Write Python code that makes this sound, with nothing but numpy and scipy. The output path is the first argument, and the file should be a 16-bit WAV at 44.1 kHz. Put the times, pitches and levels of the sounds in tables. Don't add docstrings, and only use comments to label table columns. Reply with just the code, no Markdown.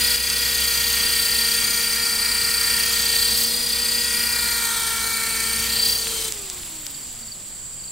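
import sys
import numpy as np
from scipy import signal
from scipy.fft import rfft, irfft, next_fast_len
from scipy.io import wavfile
from scipy.ndimage import uniform_filter1d, map_coordinates

SR = 44100
rng = np.random.default_rng(int(sys.argv[2]) if len(sys.argv) > 2 else 0)


def rack_gain(trim_db):
    fader = np.asarray(trim_db, float)
    return 10 ** (fader / 20)


def output_pcm(signal):
    pcm = np.clip(np.atleast_2d(signal).T, -1, 1) * 32767
    wavfile.write(sys.argv[1], SR, np.round(pcm).astype(np.int16))


N = 348831
T = np.arange(N) / SR
HZ = np.fft.rfftfreq(512, 1 / SR)
FRAME_S = np.arange(N // 128 + 5) * 128 / SR


def evened(x):
    return x / np.sqrt(np.mean(x ** 2) + 1e-20)


def read(points, hz):
    f, value = np.transpose(points)
    return np.interp(np.log(hz + 1), np.log(f + 1), value)


def curves(rows, t):
    s, *columns = np.transpose(rows)
    return np.array([np.interp(t, s, column) for column in columns])


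def drift(rate_hz):
    coarse_hz = 400
    coarse = np.r_[0, rng.standard_normal(int(N / SR * coarse_hz) + 2)]
    lowpass = signal.butter(2, min(rate_hz, 190), fs=coarse_hz, output="sos")
    smooth = signal.sosfiltfilt(lowpass, coarse, padtype=None)
    return np.interp(T * coarse_hz, np.arange(len(coarse)), evened(smooth))


def noise(field_db, same, lean_db=0):
    a, b, c, d = rng.standard_normal((N // 128 + 5, 257, 4), np.float32).T
    left = a + 1j * b
    other = c + 1j * d
    same = np.clip(same, -1, 1)[:, None]
    lean = rack_gain(lean_db / 2 + 0 * same)[:, None] if np.ndim(same) == 1 else rack_gain(
        np.broadcast_to(lean_db, len(same)) / 2)[:, None]
    right = same * left + np.sqrt(1 - same ** 2) * other
    z = np.array([left * lean, right / lean]) * rack_gain(field_db)
    return signal.istft(z.astype(np.complex64), nperseg=512, noverlap=384)[1][:, :N]


def add(mix, s, sound):
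    part = mix[:, round(s * SR):][:, :sound.shape[1]]
    part += sound[:, :part.shape[1]]


# (frequency [Hz], density [dB per Hz])
WASH_COLOUR = [(20, 5), (70, 0), (200, -8.5), (450, -14.5), (1300, -16.5), (4000, -20.5), (9500, -20),
               (11000, -22), (16000, -22.5)]
# (centre [Hz], width [Hz], level [dB])
CHORUS = [
    (7560, 650, -35),
    (9100, 930, -48.5),
    (4660, 370, -49),
    (3150, 150, -53),
]


def meadow():
    wash = rack_gain(-45) * evened(noise(read(WASH_COLOUR, HZ)[:, None] + 0 * FRAME_S, 0.87 + 0 * HZ))
    song = sum(rack_gain(db - 9.5 * ((HZ[:, None] - hz) / width) ** 2) for hz, width, db in CHORUS)
    chorus = evened(noise(20 * np.log10(song + 1e-9) + 0 * FRAME_S, 0.077 + 0 * HZ, -1.6))
    shimmer_db = 0.58 * drift(50) + 1.0 * drift(1.4)
    return wash + rack_gain(CHORUS[0][2] + shimmer_db) * chorus


# (start [s], pulses [count], first pulse [dB], swell [dB per pulse])
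CHIRPS = [
    (6.942, 4, -35, -3),
    (7.187, 4, -39.5, 2.5),
    (7.466, 4, -48, 2),
    (7.79, 3, -40, 3.5),
]


def cricket(pulse_s=0.024, rough=0.4, scrape=2.5, uneven_s=0.0018, uneven_hz=30):
    pitch_hz, pulse_gap_s = 4590, 0.0434
    out = np.zeros((2, N))
    t = np.arange(round(pulse_s * SR)) / SR
    teeth = uniform_filter1d(rng.standard_normal(N), size=60)
    rasp = 1 + rough * drift(180) + scrape * teeth
    for s, pulses, db, swell_db in CHIRPS:
        for k, (late, sharp) in enumerate(rng.standard_normal((round(pulses), 2))):
            tone = np.sin(2 * np.pi * (pitch_hz + uneven_hz * sharp) * t * (1.008 - 0.37 * t))
            pulse = np.hanning(len(t)) * tone
            level = rack_gain(db + k * swell_db - 1.5)
            add(out, s - .005 + k * pulse_gap_s + uneven_s * late, level * pulse * rack_gain([[-1.4], [1.4]]))
    return out * rasp


# (time [s], peak [dB], centre [Hz], left-right [dB])
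SNAPS = [
    (0.1607, -8, 8150, 1.2),
    (0.3007, -4.5, 6000, -1),
    (6.0708, -14.5, 3000, -1),
    (6.3233, -7, 7260, -4),
    (6.378, -26, 4520, -.4),
    (6.5, -10.5, 6700, -1.8),
    (6.574, -28, 3485, 2),
    (6.634, -23.5, 3490, .3),
    (6.8667, -12.5, 6500, 4),
    (6.868, -21, 5200, -9),
]
# (start [s], end [s], first pitch [Hz], last pitch [Hz], level [dB])
SQUEAK = (6.605, 6.72, 10600, 9800, -42)
# (time [s], level [dB])
RUSTLE = [
    (6.532, -38),
    (6.57, -46),
    (6.612, -46.5),
    (6.66, -50),
    (6.77, -45),
    (6.823, -40),
    (6.866, -36),
    (6.914, -40),
    (6.99, -45),
    (7.04, -52),
]


def grass():
    out = np.zeros((2, N))
    t = np.arange(-44, 220) / SR
    for s, db, hz, pan in SNAPS:
        ringing = 0.03 * np.exp(-t / 0.00079) * (t > 0)
        snap = np.sin(2 * np.pi * hz * t) * (np.exp(-(1.9 * hz * t) ** 2) + ringing)
        add(out, s - .001, rack_gain(db + 4.5) * snap * rack_gain([[pan / 2], [-pan / 2]]))
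    start, end, hz0, hz1, db = SQUEAK
    glide = np.linspace(hz0, hz1, round((end - start) * SR))
    squeak = np.sin(2 * np.pi * np.cumsum(glide) / SR) * signal.windows.tukey(len(glide), .35)
    add(out, start, rack_gain(db) * squeak * np.ones((2, 1)))
    swish = evened(noise(-12 * ((HZ[:, None] - 14200) / 800) ** 2 + 0 * FRAME_S, 0.88 + 0 * HZ))
    return out + swish * sum(rack_gain(db) * np.exp(-((T - s) / .0055) ** 2) for s, db in RUSTLE)


POWER_OFF_S = 6.3
COAST_HZ, COAST_S = 433.4, 1.45
# (time [s], speed [Hz])
SPEED = [(0, 476.7), (.42, 474.5), (.62, 470), (.9, 467.9), (1.5, 465.9), (1.78, 466.7), (2.0, 464.6),
         (2.3, 467.6), (2.85, 464.3), (3.2, 464.6), (3.58, 477.6), (3.8, 474), (4.02, 476), (4.38, 474.3),
         (4.78, 460), (5.4, 453.3), (5.93, 467.5), (6.28, 442)]


def shaft_hz(t):
    free = COAST_HZ * np.exp((POWER_OFF_S - t) / COAST_S)
    return np.where(t < POWER_OFF_S, curves(SPEED, t)[0], free)


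GEAR, TAIL = 15, 7.3
SHAFT = 2 * np.pi * np.cumsum(shaft_hz(T)) / SR
ROTOR = SHAFT / GEAR


def coast(t, let_go_s=0.031):
    off = np.clip((t - POWER_OFF_S) / let_go_s + .5, 0, 1)
    return off, off * 20 * np.log10(shaft_hz(t) / COAST_HZ)


# (time [s], ground echo lag [ms], blade effort [dB], gear side facing the microphone [dB])
FLIGHT = [(0, .25, 3, 4.5), (.8, 0.26, 2.5, 2), (1.4, 0.26, 2, 5.5), (1.8, .28, 1, 0.5),
          (2.3, 0.34, .5, -0.5), (2.8, 0.29, 2, 1.5), (3.2, 0.23, 2, 4.5), (3.42, 0.14, 1, -1),
          (3.6, 0.15, -1, -1.5), (4.0, .23, 0, 5), (4.4, 0.36, 0.5, -4), (4.85, 0.5, -1, -6),
          (5.2, 0.37, -1, -11), (5.55, 0.31, -0.5, -5), (5.85, 0.16, 0.5, 3.5), (6.02, 0.13, -3.5, -3.5),
          (6.12, .14, -2.5, -6), (6.3, 0.16, -3.5, -10)]
# (frequency [Hz], density [dB per Hz])
HISS_COLOUR = [(30, -89), (100, -63.5), (160, -58), (320, -64), (700, -60), (1150, -55.5), (1650, -55),
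               (2600, -54), (3600, -52.5), (5500, -53.5), (7300, -55.5), (9000, -53.5), (11000, -59),
               (14000, -57)]
# (frequency [Hz], share [dB per dB])
EFFORT_SHARE = [(850, 0.69), (2800, 1.33), (6300, 0.59), (12500, 1.25)]
# (frequency [Hz], change [dB])
UNLOAD = [(850, -3), (2800, -4.5), (6300, -6.5), (12500, -4.5)]
# (time [s], length [s], treble [dB])
FLARES = [
    (3.41, 0.072, 3),
    (5.916, 0.085, 5),
]
# (frequency [Hz], share [dB per dB])
FLARE_SHARE = [(2500, 0.12), (5500, 0.5), (12000, 1.5)]
# (frequency [Hz], coherence [0-1])
SAME = [(60, 0.87), (120, 1), (240, 1), (480, 0.96), (950, 1), (1890, 1), (3770, 0.79), (7520, 1),
        (15000, 0.98)]
# (frequency [Hz], difference [dB])
LEAN = [(950, 0.0), (1890, 0), (3770, -0.5), (7520, 6), (15000, -1.7)]


def hiss(level_db=-24.0, patchy_db=1.27, turn=0.27, tooth=0.49, grain_db=1.5):
    off, lost_db = coast(FRAME_S)
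    effort_db = curves(FLIGHT, FRAME_S)[1]
    flare_db = sum(db * np.exp(-((FRAME_S - s) / length) ** 2) for s, length, db in FLARES)
    shift = np.outer(read(EFFORT_SHARE, HZ), effort_db) + np.outer(read(UNLOAD, HZ), off)
    shift = shift + 1.51 * lost_db + np.outer(read(FLARE_SHARE, HZ), flare_db)
    patches = rng.standard_normal((len(FRAME_S), 257)).T
    patches = evened(uniform_filter1d(uniform_filter1d(patches, 6, 0), 25, 1))
    field_db = read(HISS_COLOUR, HZ)[:, None] + shift + patchy_db * patches
    air = noise(field_db, np.sqrt(np.clip(read(SAME, HZ), 0, 1)), 0.14 * read(LEAN, HZ))
    air = air * rack_gain(level_db) / np.std(air[:, :3 * SR])
    beat = (1 + turn * np.cos(ROTOR - 1.8)) * (1 + tooth * np.cos(SHAFT)) * rack_gain(grain_db * drift(205))
    bright = signal.sosfilt(signal.butter(2, 3200, "high", fs=SR, output="sos"), air)
    return air + bright * (beat - 1)


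# (time [s], main blade beat [dB], tail blade beat [dB])
BLADES = [(0.0, -39.5, -45.5), (0.93, -40, -50), (1.92, -48, -44), (2.64, -43, -52), (2.76, -44.5, -44),
          (3.2, -43, -49.5), (3.34, -41, -43), (3.5, -55, -42), (3.73, -45, -46.5), (4.22, -46.5, -42.5),
          (4.34, -45, -48), (5.11, -46.5, -49), (5.16, -58, -46), (5.3, -45.5, -49), (5.72, -42, -41.5),
          (6.28, -46.5, -58.5)]


def blades():
    off, lost_db = coast(T)
    main_db, tail_db = curves(BLADES, T) - off * np.array([[3.5], [6.5]]) + lost_db * np.array([[2.4], [.6]])
    main = np.cos(2 * ROTOR) + 0.2 * np.cos(4 * ROTOR) + 0.032 * np.cos(ROTOR)
    tail = np.cos(TAIL * ROTOR) + 0.21 * np.cos(TAIL * ROTOR / 2)
    return np.sqrt(2) * (rack_gain(main_db + 1.7 * drift(8)) * main + rack_gain(tail_db + 2.0 * drift(42)) * tail)


TOUCHDOWN_S = 6.08
# (shaft order [-], level [dB])
ORDER_DB = [(1, -42), (2, -44), (3, -40), (4, -37.5), (5, -40.5), (6, -109), (7, -39.5), (8, -46), (9, -33),
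            (10, -26.5), (11, -41), (12, -59), (13, -59), (14, -42), (15, -57), (16, -45.5), (17, -41.5),
            (18, -39), (19, -38), (20, -36.5), (21, -41), (22, -49), (23, -64), (24, -44.5), (25, -44.5),
            (26, -36.5), (27, -40), (28, -55), (29, -48), (30, -46)]
DRIVE = (232, 247, 281, 292, 308, 323, 337, 442, 458)
DRIVE_DB = (-7, -11, 0, -5, -10.5, -9, -15, -12.5, 1)
# (frequency [Hz], lead [rad])
LEAD = [(0, 0), (2930, -0.023), (4220, 0.74), (5250, 0.14), (7320, 0.39), (11300, -0.071), (12100, -1.2),
        (12700, -0.019), (16500, -0.0)]


def order_shift_db(k, flight, coasting, landed, flutter):
    lag_ms, effort_db, facing_db = flight
    off, lost_db = coasting
    facing = 1.0 * (k in (10, 11)) + 0.36 * (k in (4, 9)) - 0.05 * (k in (3, 20)) - 0.39 * (k == 5)
    effort = 0.45 + 1.07 * (5 < k < 10 or k > 22)
    quiet_db = off * (8 + 1.5 * (k > 1) + 14 * (k > 3) + 2.3 * flutter)
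    grass_db = landed * {1: 2.5, 4: -9, 6: 3, 7: 2.5, 10: -9, 11: -3}.get(k, -1.5)
    height_db = np.log2(lag_ms / 0.31) * {2: 4.5, 3: 3.5, 5: 7.5, 20: 2.5}.get(k, 0)
    shift_db = facing_db * facing + effort_db * effort + 1.4 * lost_db - quiet_db
    return shift_db - 3.2 * (k > 22) + grass_db + height_db


def motor(load=0.94, sway=0.6, high_spot=2.3, wander=0.026, flutter_db=0.5, spread=0.19,
          chatter=0.38, lobes_db=2.0, lopsided=0.23, jolt=1.0):
    slow = slice(None, None, 32)
    flight, coasting = curves(FLIGHT, T[slow]), coast(T[slow])
    landed = np.clip((T[slow] - TOUCHDOWN_S) / 0.08 + .5, 0, 1)
    angle = SHAFT + wander * drift(38)
    flutters = [drift(8.1)[slow] for _ in range(6)]
    chatters = [drift(142)[slow] for _ in range(5)]
    order19_db = dict(ORDER_DB)[19]
    tones = ORDER_DB + [(k / GEAR, db + order19_db) for k, db in zip(DRIVE, DRIVE_DB)]
    out = np.zeros((2, N))
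    for j, (k, db) in enumerate(tones):
        shift_db = order_shift_db(k, flight, coasting, landed, flutters[0])
        shift_db = shift_db + lobes_db * (k > 11) * drift(2.2)[slow]
        depth = min(k / 9, 1) ** 2
        turn = ROTOR[slow] + high_spot + 1.34 * rng.standard_normal() * (k != 10)
        load_swing = load * (1 - 0.4 * (k != 10)) * (np.cos(turn) + lopsided * np.sin(2 * turn))
        angle_swing = sway * (k < 12) * np.sin(turn)
        swing = 1 + depth * (load_swing + 1j * angle_swing)
        loose = 1 - 0.2 * (k in (3, 4, 5, 10)) + (k > 22) + jolt * landed * (k > 4) - 0.21 * (k == 10)
        swing = swing * (1 + chatter * loose * (chatters[j % 5] + 1j * chatters[j % 5 - 2]))
        level_db = db + shift_db + flutter_db * flutters[j % 6] * (k != 10)
        swing = swing / np.sqrt(np.mean(abs(swing) ** 2)) * rack_gain(level_db)
        hz = SPEED[0][1] * k
        ports = np.exp(1j * (spread * depth * flutters[j % 5 + 1] + read(LEAD, hz) / 2))
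        ports = ports * rack_gain(read(LEAN, hz) / 2)
        wave = ((k * angle + rng.uniform(0, 2 * np.pi)) % (2 * np.pi)).astype(np.float32)
        size = np.repeat(np.array([swing * ports, swing / ports], np.complex64), 32, axis=1)[:, :N]
        out += size.real * np.cos(wave) - size.imag * np.sin(wave)
    return np.sqrt(2) * out


def ground(x, strength, turn_rad, dull_hz):
    size = next_fast_len(N)
    hz = np.fft.rfftfreq(size, 1 / SR)
    turn = np.exp(-1j * turn_rad * hz / (hz + 236))
    turf = strength / (1 + (hz / dull_hz) ** 2) * turn
    echo = irfft(rfft(x, size) * turf, size)
    lag_ms = uniform_filter1d(curves(FLIGHT, T)[0], size=4000)
    at = np.arange(N) - lag_ms * SR / 1000
    return x + np.array([map_coordinates(side, [at], order=3, mode="nearest") for side in echo])


def scene():
    craft = ground(motor(), 0.47, 2.204, 6100) + ground(hiss(), 0.43, 2.13, 3300) + blades()
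    return meadow() + cricket() + grass() + craft


def band_limit(x):
    return signal.sosfilt(signal.butter(12, 16920, fs=SR, output="sos"), x)


def record(dry):
    duck_s, duck_db, recover_s = .162, -4.5, 0.25
    gain_db = duck_db * (T > duck_s) * np.exp(-abs(T - duck_s) / recover_s)
    edge = signal.firwin(1023, 15780, window=("kaiser", 9), fs=SR)
    mix = signal.oaconvolve(dry * rack_gain(gain_db), edge[None], "same")
    return band_limit(mix)


dry = scene()
out = record(dry)
output_pcm(out)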